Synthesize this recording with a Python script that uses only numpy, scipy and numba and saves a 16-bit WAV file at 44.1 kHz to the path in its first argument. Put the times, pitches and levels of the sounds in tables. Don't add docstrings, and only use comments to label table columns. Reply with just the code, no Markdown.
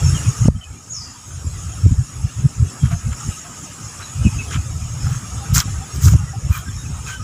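import sys
import numpy as np
from scipy import signal
from scipy.io import wavfile
from scipy.ndimage import uniform_filter1d
from numba import njit

SR = 44100
rng = np.random.default_rng(int(sys.argv[2]) if len(sys.argv) > 2 else 0)


def generate_wav(signal):
    frames = np.transpose(np.atleast_2d(signal))
    scaled = np.clip(frames, -1, 1) * 32767
    pcm = np.round(scaled).astype(np.int16)
    wavfile.write(sys.argv[1], SR, pcm)


def makeup_ratio(level_db):
    decades = np.asarray(level_db, float) / 20
    return 10 ** decades


N = 318843
T = np.arange(N) / SR


def columns(table):
    time_s, *values = np.transpose(table)
    return [np.interp(T, time_s, value) for value in values]


def unit(x):
    return x / np.sqrt(np.mean(x ** 2))


@njit
def svf(x, hz, width):
    y, b, l, g, last = np.empty(len(x)), 0., 0., 0., 0.
    for i in range(len(x)):
        if hz[i] != last:
            g, last = np.tan(np.pi * hz[i] / SR), hz[i]
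        k = width[i] / hz[i]
        v = (b + g * (x[i] - l)) / (1 + g * (g + k))
        b, l, y[i] = 2 * v - b, l + 2 * g * v, k * v
    return y


def band(x, hz, width_hz):
    return svf(x, np.clip(hz + 0 * T, 20, .45 * SR), np.maximum(width_hz + 0 * T, 5))


def edges(x, low_hz, high_hz):
    return signal.sosfilt(signal.butter(4, [low_hz, high_hz], "bandpass", fs=SR, output="sos"), x)


def below(x, hz):
    return signal.sosfilt(signal.butter(8, hz, fs=SR, output="sos"), x)


def walk(rate):
    hold = int(SR / rate)
    levels = np.repeat(rng.standard_normal(N // hold + 1), hold)
    return 0.88 * uniform_filter1d(uniform_filter1d(levels, hold), hold)[:N]


def steady(x, hold_s, share):
    power = uniform_filter1d(x ** 2, int(hold_s * SR)) + 0.16 * np.mean(x ** 2)
    return unit(x / power ** (share / 2))


def humps(centre_s, half_s, db, edge_db, square, hasty=0.):
    power = np.zeros(N)
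    for s, half, top_db in zip(centre_s, half_s, db):
        near = slice(max(int((s - 4 * half) * SR), 0), int((s + 4 * half) * SR))
        away = np.abs((T[near] - s) / half * (1 + hasty * (T[near] < s)))
        power[near] += makeup_ratio(2 * (top_db - edge_db * away ** square))
    return np.sqrt(power)


def gain_db():
    # (time [s], drop [dB])
    ducks = [
        (.487, 10.5),
        (1.866, 1.5),
        (2.0, 0),
        (2.45, 0.5),
        (3.45, 0),
        (4.56, 1),
        (5.62, 0.5),
        (6.17, 4),
        (7.15, 2.5),
    ]
    opening_db, recover_s = 4, 1
    out = opening_db * (T < ducks[0][0])
    for s, drop_db in ducks:
        out = out - drop_db * (T >= s) * np.exp(-np.abs(T - s) / recover_s)
    return out


def patches(shape, size):
    field = rng.standard_normal(shape)
    for axis in (0, 0, 1, 1):
        field = uniform_filter1d(field, size[axis], axis=axis)
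    return unit(field)


def hiss(spectrum, patch_db, swell_db):
    f, _, z = signal.stft(rng.standard_normal(N), SR, nperseg=1024)
    hz, db = np.transpose(spectrum)
    colour_db = np.interp(np.log(f + 1), np.log(hz), db, left=-99, right=-99)[:, None]
    patch_db = patch_db * np.clip((12500 - f[:, None]) / 1500, .3, 1)
    mottle_db = patch_db * patches(z.shape, size=(3, 3)) + swell_db * patches(z.shape, size=(30, 6))
    return signal.istft(z * makeup_ratio(colour_db + mottle_db), SR)[1][:N]


def whistle(hz, width_hz):
    air = band(rng.standard_normal(N), hz, width_hz)
    return steady(band(air, hz, 0.48 * width_hz), 0.012, 0.19)


def frogs(level_db):
    throb = np.sin(np.pi * np.cumsum(14.8 * (1 + 0.17 * walk(6.7))) / SR) ** 2
    return makeup_ratio(level_db + 1.4 * walk(2.9)) * throb ** 1.6 * whistle(1280 + 30 * walk(11), 57)


def yard():
    # (frequency [Hz], level [dB per Hz])
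    insect_colour = [(2350, -9), (4000, -63), (4810, -11.5), (5520, -0.5), (6050, -9), (6230, -1),
                     (6630, 4.5), (8740, -8), (9420, -18), (10800, -6), (11300, -14), (12200, -25.5),
                     (13400, -23), (14900, -22), (15800, -15)]
    # (frequency [Hz], level [dB per Hz])
    leaf_colour = [(35, -49), (60, 0), (139, 7), (172, -1.5), (305, -8), (334, -12.5), (406, -11.5),
                   (635, -17), (707, -13), (1030, -14.5), (1230, -8.5), (1350, -12), (2260, -20),
                   (2700, -16.5), (4300, -24.5), (5590, -23.5), (9460, -120)]
    # (centre [s], half length [s], insects [dB], leaves [dB])
    swells = [
        (0.0, 0.27, -35, -42),
        (1.695, 0.28, -43.5, -51.5),
        (3.283, 0.13, -39, -46),
        (4.376, 0.26, -41, -45.5),
        (5.502, 0.39, -47, -44.5),
        (6.094, 0.14, -39.5, -42.5),
    ]
    s, half, insects_db, leaves_db = np.transpose(swells)
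    gain = gain_db()
    insects_gain = np.hypot(makeup_ratio(-38 + gain), humps(s, half, insects_db, 9, 6))
    leaves_gain = np.hypot(makeup_ratio(-42 + gain), humps(s, half, leaves_db, 10, 3.1))
    insects = hiss(insect_colour, 3.94, 0.61)
    leaves = hiss(leaf_colour, 3.35, 1.03)
    insects = insects / np.std(edges(insects, 6200, 9000))
    leaves = leaves / np.std(edges(leaves, 500, 3500))
    return insects_gain * insects + leaves_gain * (leaves + frogs(-3.0))


def slaps():
    # (time [s], peak [dB], edge [dB])
    slap_list = [(0.453, -5, -18), (0.48, 2.5, -14), (1.442, -25, -47), (1.858, -14, -20.5),
                 (1.906, -20, -44), (2.438, -23, -38), (2.829, -16, -32), (3.274, -20, -45),
                 (4.249, -9, -59), (4.263, -6, -60), (4.557, -20, -45), (5.652, -24, -36),
                 (5.979, -24, -43), (6.133, -23, -17), (6.498, -33, -31), (6.679, -22, -47),
                 (6.897, -25.5, -47)]
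    slap_hz = 148
    turn = np.arange(int(2 * SR / slap_hz)) * slap_hz / SR
    swing = np.sin(2 * np.pi * turn) * np.exp(-((turn - 1) / 0.34) ** 2)
    out, edge = np.zeros(N), np.zeros(N)
    for s, db, edge_db in slap_list:
        i = int((s + 0.00495 - 1 / slap_hz) * SR)
        out[i:i + len(turn)] -= makeup_ratio(db + 6.0) * swing
        edge[i + int(.9 * SR / slap_hz)] = -makeup_ratio(edge_db)
    return out + 30 * band(band(edge, 640, 460), 470, 730)


def wind():
    # (centre [s], half length [s], rumble [dB],
    # flap above a level 20 dB under the rumble [dB])
    gusts = [(0.06, 0.044, -8, -8), (0.14, 0.019, -8, -9), (0.281, .022, -11, -13),
             (0.414, 0.015, -10.5, 5), (0.465, 0.051, -12.5, 3), (1.86, 0.024, -4.5, 1),
             (1.916, 0.017, -5, 7), (1.992, 0.032, -12.5, -1.5), (2.246, 0.019, -12.5, 0),
             (2.449, 0.014, -6.5, 7), (2.616, 0.041, -12, 2), (2.843, 0.027, -7.5, 7.5),
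             (2.936, 0.035, -13.5, -2), (3.081, 0.046, -16, 4), (3.275, 0.025, -17, 12),
             (4.206, 0.046, -16.5, -3), (4.262, 0.022, -8.5, 11), (4.364, 0.026, -17.5, -7),
             (4.571, 0.028, -14.5, -4), (5.059, .04, -15, -1), (5.122, 0.015, -14, -6),
             (5.164, 0.014, -18, -2), (5.522, 0.03, -10.5, 3), (5.565, 0.027, -11, 7),
             (6.065, 0.04, -5, 2), (6.137, 0.026, -3.5, -8), (6.216, 0.03, -17, -8),
             (6.448, 0.026, -18, 1), (6.502, 0.0099, -6.5, -4),
             (0.22, 0.046, -26, 0), (0.559, 0.029, -20.5, 8), (0.696, 0.037, -32, -9),
             (1.002, 0.091, -39.5, 0), (1.363, 0.077, -30.5, -7), (1.461, 0.021, -19.5, 6),
             (1.545, 0.069, -28, 6.5), (1.668, .05, -23.5, -4), (1.803, 0.067, -25, -3),
             (2.183, 0.042, -24, -6), (2.399, 0.042, -19.5, 2), (4.02, 0.025, -42, 0),
             (4.325, 0.021, -20.5, -4), (4.42, 0.024, -27.5, 11), (4.486, 0.034, -28, -11),
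             (4.74, 0.12, -24.5, -8), (4.832, .03, -22.5, 9), (4.936, 0.058, -22.5, -8),
             (5.361, 0.058, -24.5, -5), (5.692, 0.044, -23, 3), (5.771, 0.04, -20, -9),
             (5.968, 0.039, -22, -3), (6.3, 0.039, -27, -4), (6.375, 0.016, -20, -2),
             (6.577, 0.032, -25, -4), (6.686, 0.028, -23, 2), (6.747, 0.044, -24, 0),
             (6.91, 0.092, -24.5, 5), (7.053, 0.089, -30.5, 2), (7.198, 0.031, -24.5, 7)]
    edge_db, square, calm_db = 9, 2.13, -48.5
    s, half, db, flap_db = np.transpose(gusts)
    rumble_gain = humps(s, half, db, edge_db, square) + makeup_ratio(calm_db + gain_db())
    flap_gain = humps(s, 0.65 * half, db + flap_db - 20.0, edge_db, square)
    eddy_hz = 80 + 39.5 * rumble_gain
    eddies = below(band(rng.standard_normal(N), eddy_hz, 56.4), 153.5)
    eddies = steady(eddies, 0.0267, 0.45)
    flap = steady(edges(rng.standard_normal(N), 148.4, 267), 0.004, 0.46)
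    out = below(rumble_gain * eddies + flap_gain * flap, 237) + slaps()
    return signal.sosfilt(signal.butter(3, 48, "highpass", fs=SR, output="sos"), out)


def calls(table, sag_hz):
    pitch_hz, loud = np.full((2, N), 1000.), np.zeros((2, N))
    for k, (s, length, note_hz, note_db) in enumerate(table):
        start = int((s - length / 5) * SR)
        u = np.clip((T[start:] - s) / length, 0, 1)
        pitch_hz[k % 2, start:] = note_hz - sag_hz * u
        loud[k % 2, start:] += 1.14 * makeup_ratio(note_db) * np.sqrt(np.sin(np.pi * u).clip(0))
    return sum(gain * whistle(hz, 25 + 0.035 * hz) for hz, gain in zip(pitch_hz, loud))


def birds():
    # (time [s], length [s], pitch [Hz], level [dB])
    twitters = [(.03, 0.097, 5460, -35.5), (.14, 0.14, 5850, -48), (.135, 0.045, 3200, -36),
                (.165, 0.022, 2934, -40.5), (.555, 0.022, 3170, -50.5), (.61, 0.045, 3090, -39.5),
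                (.63, 0.043, 2590, -50.5), (.755, 0.036, 2420, -53), (2.8, 0.076, 3270, -46.5),
                (4.02, 0.045, 4014, -44.5), (4.235, 0.047, 2910, -36), (4.25, 0.042, 2610, -30.5),
                (4.385, 0.037, 2616, -30), (4.4, 0.036, 2300, -44), (5.0, 0.081, 5270, -41),
                (6.52, 0.046, 2453, -33.5), (6.55, 0.076, 3330, -47), (6.675, 0.032, 3560, -50),
                (6.76, 0.085, 3800, -51), (6.85, 0.021, 2630, -43.5), (7.06, 0.05, 2580, -38),
                (7.075, 0.12, 3120, -43.5)]
    # (time [s], length [s], pitch [Hz], level [dB])
    coos = [(2.91, 0.055, 685, -37.5), (3.2, 0.047, 1200, -40), (3.44, 0.068, 699, -44),
            (5.38, 0.098, 810, -41.5), (5.67, 0.032, 800, -43), (5.8, 0.046, 795, -41.5),
            (6.27, 0.032, 1930, -48), (6.33, 0.035, 776, -37.5), (6.57, 0.081, 1460, -48),
            (6.66, 0.033, 1590, -39.5), (7.07, 0.11, 1532, -36.5), (7.19, 0.047, 1264, -39)]
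    # (time [s], pitch
    # [Hz], level [dB])
    sweep_parts = [
        [(.885, 6450, -44), (.905, 6670, -32.5), (.925, 6800, -27.5), (.94, 6450, -31), (.952, 6050, -34),
         (.975, 5860, -52), (1.05, 6100, -46), (1.08, 6100, -55)],
        [(.925, 5550, -50), (.94, 5500, -42), (.965, 5420, -28), (.98, 5130, -31.5), (1.0, 5100, -40),
         (1.02, 4690, -36), (1.05, 4870, -49), (1.075, 4730, -56)],
    ]
    chirp = 0
    for sweep_part in sweep_parts:
        hz, db = columns(sweep_part)
        sounding = (T > sweep_part[0][0]) * (T < sweep_part[-1][0])
        chirp = chirp + sounding * makeup_ratio(db) * whistle(hz, 320)
    far = calls(twitters, sag_hz=92.5) + calls(coos, sag_hz=0)
    t = np.arange(int(.4 * SR)) / SR
    tail = rng.standard_normal(len(t)) * np.exp(-np.log(1000) * t / .5)
    tail = tail / np.sqrt(np.sum(tail ** 2))
    echo = signal.fftconvolve(makeup_ratio(-1) * chirp + makeup_ratio(-15.5) * far, tail)[:N]
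    return chirp + far + echo


def grains(rate, scatter_db):
    draw = rng.random((3, N))
    hit = draw[0] < rate / SR
    return hit * np.sign(draw[1] - .5) * makeup_ratio(-scatter_db * np.log(draw[2] + 1e-9))


def pebbles():
    # (time [s], peak [dB], low part above peak [dB])
    snaps = [
        (5.5468, -18, -15),
        (5.5626, -2, -8),
        (5.592, -2, -11),
        (5.6021, 8.5, -17),
        (5.5756, -20, 8),
        (5.96, -14, -17),
        (6.0144, -31, -15),
        (6.5725, -24, -13),
    ]
    high, low = np.zeros(N), np.zeros(N)
    for s, db, low_db in snaps:
        high[int(s * SR) + 40] = makeup_ratio(db)
        low[int(s * SR) + 40] = makeup_ratio(db + low_db)
    ring = 5 * band(band(high, 5500, 1000), 5100, 2500) + 0.65 * band(high, 10600, 6000)
    return ring + 8 * band(band(low, 1100, 1000), 1200, 1600)


def steps():
    # (centre [s], half length [s], sole [dB], sand [dB], dust [dB])
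    scuffs = [(1.28, 0.021, -59, -54, -55), (2.856, .02, -37.5, -40, -60), (2.924, 0.023, -35.5, -44, -58),
              (3.13, 0.015, -37, -48, -57), (3.25, 0.12, -58, -49, -62), (4.016, 0.023, -37.5, -53, -62),
              (4.513, .012, -35, -35, -58), (4.541, .025, -28, -37, -59), (5.092, 0.087, -38.5, -40.5, -52),
              (5.548, 0.0092, -41, -19, -21.5), (5.573, 0.023, -23, -17.5, -27),
              (5.605, 0.017, -23.5, -26, -34), (5.957, 0.019, -44, -37, -45),
              (6.055, 0.036, -36.5, -26, -27.5), (6.08, 0.013, -29.5, -27, -39),
              (6.12, 0.018, -36, -35, -44), (6.55, 0.041, -31.5, -37, -37.5), (6.577, .003, -50, -50, -27),
              (7.097, .045, -35.5, -37, -50)]
    # (frequency [Hz], width [Hz], level [dB])
    sole_rings = [(1257, 275, 20), (1500, 360, 16.5), (2300, 750, 8.5), (3200, 320, 10.5), (3960, 670, 2)]
    # (frequency [Hz], width [Hz], share taken out)
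    port_dips = [(4400, 390, 0.52), (9200, 800, 0.47)]
    s, half, *layers_db = np.transpose(scuffs)
    sole_gain, sand_gain, dust_gain = (humps(s, half, db, 5.5, 2.3, hasty=0.26) for db in layers_db)
    sole = 0
    for hz, width, db in sole_rings:
        ring = band(band(grains(600, 1.9), hz, width), hz, 2.4 * width)
        sole = sole + makeup_ratio(db + 4.8 * walk(40)) * ring
    sole = steady(unit(sole), 0.076, 1.0)
    sand = makeup_ratio(2.7 * walk(150)) * grains(6700, 2.4)
    sand = unit(band(band(sand, 6950, 1800), 4600, 3900))
    dust = unit(edges(makeup_ratio(3.4 * walk(280)) * grains(9000, 1.8), 10800, 18000))
    out = sole_gain * sole + sand_gain * sand + dust_gain * dust
    for hz, width, share in port_dips:
        out = out - share * band(out, hz, width)
    return out + pebbles()


def scene():
    return (yard() + wind() + birds() + steps())[None]


def band_limit(x):
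    return signal.sosfilt(signal.butter(12, 16160, fs=SR, output="sos"), x)


def record(dry):
    rounded = dry / (1 + np.abs(dry / .95) ** 6) ** (1 / 6)
    cut = signal.sosfilt(signal.ellip(10, .3, 60, 15480, fs=SR, output="sos"), rounded)
    return band_limit(cut)


dry = scene()
out = record(dry)
generate_wav(out)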